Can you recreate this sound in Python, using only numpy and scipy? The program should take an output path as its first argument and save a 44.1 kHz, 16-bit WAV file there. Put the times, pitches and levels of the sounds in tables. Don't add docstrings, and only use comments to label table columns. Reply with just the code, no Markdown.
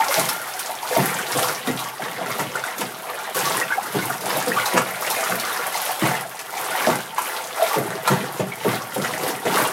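import sys
import numpy as np
from scipy import signal
from scipy.fft import rfft, irfft, next_fast_len
from scipy.io import wavfile
from scipy.ndimage import uniform_filter1d, map_coordinates

SR = 44100
rng = np.random.default_rng(int(sys.argv[2]) if len(sys.argv) > 2 else 0)


def digitize_waveform(pressure):
    field = np.atleast_2d(pressure).T
    bounded = np.clip(field, -1, 1)
    quanta = np.round(bounded * 32767).astype(np.int16)
    wavfile.write(sys.argv[1], SR, quanta)


N = 428652

# frequency in Hz, level in dB per Hz.
FLOOR_SPECTRUM = [(20, -24), (45, -28), (58, -14), (75, -20), (130, -5), (400, -2), (1500, 2.5),
                  (6000, -34), (11000, -28), (16000, -40)]
CHURN_SPECTRUM = [(150, -60.5), (300, -7.5), (420, -5), (550, -4), (800, 2), (1300, -1), (2050, -2),
                  (2600, -10.5), (4000, -12.5), (7000, -20.5), (15000, -64)]
SPRAY_SPECTRUM = [(900, -28.5), (2500, 1), (4000, -1), (5500, -1), (7500, -2.5), (9800, 0.5), (12000, 1),
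                  (14000, -3.5), (16000, -8.5)]
HEAVE_SPECTRUM = [(40, -57.5), (80, -31), (112, -4), (200, -2.5), (300, -2.5), (500, -2.5), (900, -42),
                  (3000, -43)]
SLAP_SPECTRUM = [(150, -24.5), (500, -7), (900, 6.5), (1800, 1), (2600, 0), (4000, -12), (7000, -8),
                 (15000, -23)]
THUD_SPECTRUM = [(40, -58), (80, -59), (115, -1), (200, -2), (300, -4), (400, -5), (600, -7.5), (900, -12),
                 (2500, -47), (8000, -50)]
# frequency in Hz, T60 in seconds.
ROOM_DECAY = [(120, 0.62), (700, 0.17), (3000, 0.22), (12000, 0.16)]
# frequency in Hz, width in Hz, level in dB.
BUCKET_MODES = [(138, 8.6, -6), (182.4, 12.4, -3.5), (408, 53, -1), (505, 23, 5.5), (644.6, 29, 5),
                (742, 11, 4), (760, 22, -1), (885, 50, 0), (1134, 29, -0.5), (1390, 46, 0.5)]
# start in seconds, peak in dB.
WALL_SLAPS = [(0.9654, -18), (1.3884, -12), (1.6716, -18), (2.3934, -11), (2.6377, -25), (2.8105, -11.5),
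              (3.3503, -20), (4.4737, -20), (4.6588, -17), (4.7664, -9), (4.7751, -4), (6.0542, -11),
              (6.3921, -20.5), (6.8688, -24), (7.1613, -20.5), (7.1807, -13.5), (7.7413, -15.5),
              (8.075, -5.5), (8.114, -9.5), (8.3973, -17), (9.046, -13), (9.4528, -15)]
# start in seconds, peak in dB, start pitch of the trapped bubble in Hz.
LANDING_DROPS = [(0.289, -8.5, 5100), (0.5932, -13, 8550), (1.4257, -13, 11500), (1.6718, -16.5, 3520),
                 (1.7913, -16.5, 3520), (2.6384, -21, 3460), (2.7818, -17, 12300), (3.3465, -14, 10900),
                 (4.2097, -21, 4680), (4.4808, -14.5, 4560), (4.6573, -12, 3800), (5.1007, -9.5, 11600),
                 (5.3981, -12, 4200), (6.3916, -21, 5740), (7.1806, -22, 8500), (8.076, -12, 3850),
                 (8.9443, -16, 11600), (9.2794, -13.5, 9500)]
# start in seconds, peak in dB.
COLLAPSES = [(0.175, -19), (0.966, -13), (0.986, -14.5), (1.35, -20.5), (1.674, -14.5), (2.397, -24),
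             (2.804, -23), (3.945, -15), (4.471, -16), (4.741, -14.5), (5.295, -20), (6.021, -12.5),
             (6.869, -14), (6.909, -24), (7.76, -13), (8.101, -11), (8.395, -15.5), (8.65, -10.5),
             (8.96, -14), (9.453, -16)]
# start in seconds, peak in dB, nominal pitch in Hz.
AIR_POCKETS = [(0.001, -6, 872), (0.089, -12, 557), (0.175, -9, 640), (0.464, -15, 1140), (0.693, -12, 690),
               (0.83, -11, 920), (0.91, -13, 490), (0.964, -0.5, 680), (1.349, -5, 493), (1.444, -10, 1090),
               (1.686, -11.5, 2020), (1.859, -17.5, 1110), (1.996, -12.5, 713), (2.213, -14, 693),
               (2.554, -11, 1450), (2.638, -11.5, 1520), (3.081, -15, 890), (3.614, -6.5, 1900),
               (3.704, -10.5, 1510), (3.722, -6, 1620), (3.775, -6, 790), (3.853, -18, 1380),
               (3.991, -12, 1530), (4.095, -15, 736), (4.104, -10, 1430), (4.362, -9.5, 640),
               (4.518, -7, 1870), (4.564, -2.5, 1186), (4.598, -10.5, 2160), (5.481, -13, 1730),
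               (5.753, -11.5, 860), (5.892, -9.5, 787), (6.87, -3, 670), (7.181, -7.5, 1006),
               (7.597, -9, 720), (7.62, -1, 692), (7.741, -8, 880), (8.073, -4, 970), (8.398, -16.5, 656),
               (8.52, -14.5, 2240), (8.647, -8, 652), (9.043, -11, 1360), (9.455, -8, 474)]
# crest in seconds, rise in seconds, hold in seconds,
# churned air in dB, spray in dB, heaving water in dB.
STICK_SURGES = [(0, 0.01, 0.0072, -22, -32.5, -41), (0.152, 0.087, 0.047, -22.5, -23.5, -51),
                (0.277, 0.017, .005, -27.5, -36, -52), (0.417, 0.11, 0.29, -33, -35, -66),
                (1, 0.15, 0.073, -26, -27.5, -43), (1.156, 0.069, 0.057, -27, -34, -36),
                (1.382, 0.11, .11, -25, -26.5, -34.5), (1.659, 0.013, 0.033, -28.5, -35.5, -39),
                (1.792, 0.027, 0.017, -30, -34.5, -44), (2.029, 0.022, .02, -27.5, -39, -34),
                (2.22, 0.077, 0.042, -32, -56, -35), (2.307, 0.034, 0.018, -27, -32.5, -35),
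                (2.406, 0.022, 0.014, -29.5, -34.5, -34), (2.545, .012, 0.018, -29, -38.5, -37),
                (2.656, 0.0091, 0.036, -29, -38, -58), (2.806, .03, 0.016, -36, -34.5, -31.5),
                (3.073, 0.022, 0.2, -31.5, -44, -54), (3.378, 0.031, 0.1, -24, -26.5, -32.5),
                (3.563, .07, 0.022, -26, -30.5, -33), (3.725, .06, 0.029, -31.5, -36, -47),
                (3.846, 0.032, 0.018, -32, -36, -42.5), (3.967, 0.046, 0.14, -29.5, -33, -36),
                (4.282, 0.065, 0.033, -25, -31, -32.5), (4.368, 0.034, 0.017, -25, -28, -31),
                (4.644, 0.16, 0.048, -25.5, -30, -50), (4.762, 0.045, 0.012, -23, -32.5, -46),
                (4.885, .02, .02, -27.5, -34.5, -58), (5.07, 0.085, 0.26, -25.5, -30, -42.5),
                (5.5, 0.12, 0.18, -27, -31.5, -48), (5.77, 0.058, 0.14, -29, -28.5, -52),
                (6.058, 0.074, 0.065, -23.5, -30.5, -52), (6.599, 0.078, 0.018, -28, -33.5, -55),
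                (6.86, 0.24, 0.059, -23, -30, -39), (7.205, 0.039, 0.17, -29.5, -33, -48),
                (7.487, 0.017, .01, -38, -40, -52.5), (7.6, 0.058, 0.15, -25.5, -31.5, -58),
                (7.87, 0.025, 0.098, -31, -44, -32), (8.072, 0.03, 0.11, -26.5, -34.5, -45),
                (8.24, 0.036, 0.0086, -33, -52, -32), (8.35, 0.026, 0.015, -35, -38, -39),
                (8.682, 0.073, 0.051, -26.5, -31.5, -37), (8.952, 0.054, 0.018, -33.5, -40, -44),
                (9.044, 0.044, 0.12, -28.5, -33.5, -35.5), (9.24, 0.042, 0.06, -28.5, -33.5, -29),
                (9.566, 0.1, 0.069, -21, -26.5, -27.5)]

TOP_HZ = 15850
SLAP_DB, SLAP_T60_S = -6, 0.063
DROP_DB, DROP_T60_S = -8.5, 0.07
PING_DB, PING_CYCLES = 1.5, 39
GULP_RUN_S, GULP_DB, THUD_DB, THUD_T60_S = 0.055, -3, -6, 0.22
PLOP_DB, SPLIT_DB = 0.5, -7.5
PLOP_CYCLES_AT_1KHZ, PLOP_RISE, PLOP_ONSET_CYCLES = 27, 0.21, 1.6
STRAY_LOW_HZ, STRAY_HIGH_HZ, STRAY_OVER_CHURN_DB = 652, 2250, 8
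CHURN_FALL_DB_PER_S, SPRAY_FALL_DB_PER_S, HEAVE_FALL_DB_PER_S = 107, 97.5, 106
SWIRL_DB, FIZZ_DB, SWAY_DB = -38.5, -41, -52.5
WAKE_OVER_GULP_DB, WAKE_RISE_S, WAKE_HOLD_S = -23, 0.0067, 0.01


def amp(db):
    return 10 ** (np.asarray(db) / 20)


def unit(x):
    return x / np.sqrt(np.mean(x ** 2) + 1e-20)


def along(points, hz):
    f, v = np.transpose(points)
    return np.interp(np.log(hz + 1), np.log(f + 1), v)


def filtered(x, response):
    m = next_fast_len(N + SR // 2)
    return irfft(rfft(x, m) * response(np.fft.rfftfreq(m, 1 / SR)), m)[:N]


def coloured(x, spectrum):
    size = 4096
    cepstrum = irfft(np.log(amp(along(spectrum, np.fft.rfftfreq(size, 1 / SR)))))
    fold = np.r_[1, np.full(size // 2 - 1, 2), 1, np.zeros(size // 2 - 1)]
    kernel = irfft(np.exp(rfft(cepstrum * fold)))
    return signal.fftconvolve(x, kernel / np.linalg.norm(kernel))[:N]


def add(track, s, sound):
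    start = int(np.clip(round(s * SR), 0, N - 1))
    track[start:start + len(sound)] += sound[:N - start]


def wobble(count):
    knots = rng.standard_normal(N * count // SR + 4)
    return map_coordinates(knots, [np.arange(N) * count / SR])


def bubble(cycle, life, rise, onset):
    age = cycle / life
    tone = np.sin(2 * np.pi * cycle * (1 + rise * age / 2))
    return tone * amp(-60 * age) * (1 - np.exp(-cycle / onset))


def swarm(low_hz, high_hz, life, spread_db, count, size):
    when, pitch, strength, damping = rng.random((count, 4)).T[:, :, None]
    hz = low_hz * (high_hz / low_hz) ** pitch
    k = np.arange(size)
    gain = amp(-spread_db * np.log(np.maximum(strength, 0.01))) * hz / high_hz
    fade_out = np.minimum(1, 10 * (1 - k / size))
    rings = gain * bubble(hz * k / SR, life * (0.5 + damping), rise=0.27, onset=0.31) * fade_out
    at = (when * N).astype(int) + k
    return unit(np.bincount(at.ravel(), rings.ravel(), N)[:N])


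def levelled(x, size):
    return x / np.sqrt(np.abs(uniform_filter1d(x ** 2, size)) + 0.0072)


def echoes(x, decay, count, size):
    hop = N // count + 1
    padded = np.pad(x, (hop, 2 * hop))
    pieces = np.lib.stride_tricks.sliding_window_view(padded, 2 * hop)[::hop]
    pieces = pieces * np.sin(np.pi * np.arange(2 * hop) / (2 * hop))
    hz, t, z = signal.stft(rng.standard_normal((len(pieces), size)), SR, nperseg=256)
    tails = signal.istft(z * amp(-60 * t / along(decay, hz)[:, None]), SR, nperseg=256)[1]
    tails /= np.linalg.norm(tails, axis=1, keepdims=True)
    out = np.zeros(N + 4 * hop + 2 * size)
    for k, answer in enumerate(signal.fftconvolve(pieces, tails, axes=1)):
        out[k * hop:k * hop + len(answer)] += answer
    return out[hop:hop + N]


def hiss_and_hum():
    hiss = amp(-44.5) * coloured(rng.standard_normal(N), FLOOR_SPECTRUM)
    hum = amp(-69) * np.sin(2 * np.pi * 59 * np.arange(N) / SR)
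    return hiss + hum


def workshop(x):
    return np.pad(echoes(x, ROOM_DECAY, count=70, size=14000), (SR // 200, 0))[:N]


def bucket(x):
    def modes(f):
        return sum(amp(db) * 1j * f * width / (centre * centre - f * f + 1j * f * width)
                   for centre, width, db in BUCKET_MODES)
    return filtered(x, lambda f: amp(-3) * (1 + amp(-3.5) * modes(f)))


def splashes():
    slaps, drops, pings = np.zeros((3, N))
    t = np.arange(SR // 6) / SR
    for s, db in WALL_SLAPS:
        envelope = amp(db + SLAP_DB - 60 * t / SLAP_T60_S) * (1 - np.exp(-t / 0.0003))
        add(slaps, s, envelope * rng.standard_normal(len(t)))
    for s, db, hz in LANDING_DROPS:
        add(drops, s, amp(db + DROP_DB - 60 * t / DROP_T60_S) * rng.standard_normal(len(t)))
        add(pings, s, amp(db + PING_DB) * bubble(hz * t, life=PING_CYCLES, rise=0.45, onset=0.96))
    return coloured(slaps, SLAP_SPECTRUM) + coloured(drops, SPRAY_SPECTRUM) + pings


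def gulps():
    pockets, thuds = np.zeros((2, N))
    t = np.arange(SR // 5) / SR
    steps = np.linspace(0, 1, num=8)
    for s, db in COLLAPSES:
        add(thuds, s, amp(db + THUD_DB - 60 * t / THUD_T60_S) * rng.standard_normal(len(t)))
        for step, (late, detune) in zip(steps, rng.standard_normal((len(steps), 2))):
            hz = 480 * (125 / 480) ** step * np.exp(0.074 * detune)
            ring = bubble(hz * t, life=12, rise=0.35, onset=0.5)
            start = s + GULP_RUN_S * step * (1 + 0.1506 * late)
            add(pockets, start, amp(db + GULP_DB - 19.4 * step) * ring)
    return pockets + coloured(thuds, THUD_SPECTRUM)


def strays(churn_db, count):
    rows = []
    for when, pitch in rng.random((count, 2)):
        db = churn_db[int(when * N)] + STRAY_OVER_CHURN_DB
        rows.append((when * N / SR, db, STRAY_LOW_HZ * (STRAY_HIGH_HZ / STRAY_LOW_HZ) ** pitch))
    return rows


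def plops(churn_db):
    out, t = np.zeros(N), np.arange(SR // 8) / SR

    def ring(hz):
        life = PLOP_CYCLES_AT_1KHZ * np.sqrt(hz / 1000)
        return bubble(hz * t, life=life, rise=PLOP_RISE, onset=PLOP_ONSET_CYCLES)

    pockets = list(AIR_POCKETS) + strays(churn_db, count=60)
    for (s, db, hz), (late, smaller) in zip(pockets, rng.random((len(pockets), 2))):
        add(out, s, amp(db + PLOP_DB) * ring(0.963 * hz))
        split = ring(hz * (1.2 + 0.16 * smaller))
        add(out, s + 0.006 + 0.021 * late, amp(db + SPLIT_DB) * split)
    return out


def surge(s, rise, hold, fall_db_per_s):
    t = np.arange(0, N, SR // 1000) / SR - s
    swell = np.exp(-2 * (np.minimum(t, 0) / rise) ** 2)
    return swell * amp(-fall_db_per_s * np.maximum(t - hold, 0)) ** 2


def agitation():
    churn, spray, heave = amp(SWIRL_DB) ** 2, amp(FIZZ_DB) ** 2, amp(SWAY_DB) ** 2
    for s, rise, hold, churn_db, spray_db, heave_db in STICK_SURGES:
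        churn = churn + amp(churn_db) ** 2 * surge(s, rise, hold, CHURN_FALL_DB_PER_S)
        spray = spray + amp(spray_db) ** 2 * surge(s, rise, hold, SPRAY_FALL_DB_PER_S)
        heave = heave + amp(heave_db) ** 2 * surge(s, rise, hold, HEAVE_FALL_DB_PER_S)
    for s, db in COLLAPSES:
        wake = surge(s + WAKE_RISE_S, WAKE_RISE_S, WAKE_HOLD_S, HEAVE_FALL_DB_PER_S)
        heave = heave + amp(db + WAKE_OVER_GULP_DB) ** 2 * wake
    points = np.arange(0, N, SR // 1000)
    return [np.interp(np.arange(N), points, 10 * np.log10(power)) for power in (churn, spray, heave)]


def stirring(churn_db, spray_db, heave_db):
    lapping = wobble(count=22)
    churn_db = churn_db + 0.7 * lapping
    spray_db = spray_db + 0.6 * lapping + 0.8 * wobble(count=45)

    def rush(spectrum):
        return unit(coloured(rng.standard_normal(N), spectrum))

    bubbles = swarm(416, 3906, life=13, spread_db=1, count=3200, size=800)
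    bubbles = levelled(unit(coloured(bubbles, CHURN_SPECTRUM)), size=2000)
    crackle = swarm(2420, 13600, life=5.2, spread_db=8, count=7000, size=80)
    crackle = levelled(unit(coloured(crackle, SPRAY_SPECTRUM)), size=2500)
    pockets = swarm(95.8, 686, life=15.2, spread_db=1.5, count=1400, size=2400)
    heave = levelled(unit(coloured(pockets, HEAVE_SPECTRUM)), size=2000)
    grains = amp(churn_db - 2.5) * bubbles + amp(spray_db - 3) * crackle
    wash = amp(churn_db - 5.5) * rush(CHURN_SPECTRUM) + amp(spray_db + 0.5) * rush(SPRAY_SPECTRUM)
    return grains, wash + amp(heave_db + 0.5) * heave


def scene():
    churn_db, spray_db, heave_db = agitation()
    grains, wash = stirring(churn_db, spray_db, heave_db)
    distinct = grains + plops(churn_db) + gulps() + splashes()
    bounces = echoes(distinct, [(200, 0.074), (10000, 0.081)], count=400, size=3000)
    room = workshop(distinct)
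    water = bucket(amp(-1) * distinct + amp(-1) * bounces + amp(-3) * room + wash)
    return (water + hiss_and_hum())[None]


def record(dry):
    thinned = signal.sosfilt(signal.butter(3, 48, "highpass", fs=SR, output="sos"), dry)
    return np.array([filtered(channel, lambda hz: hz < TOP_HZ) for channel in thinned])


dry = scene()
out = record(dry)
digitize_waveform(out)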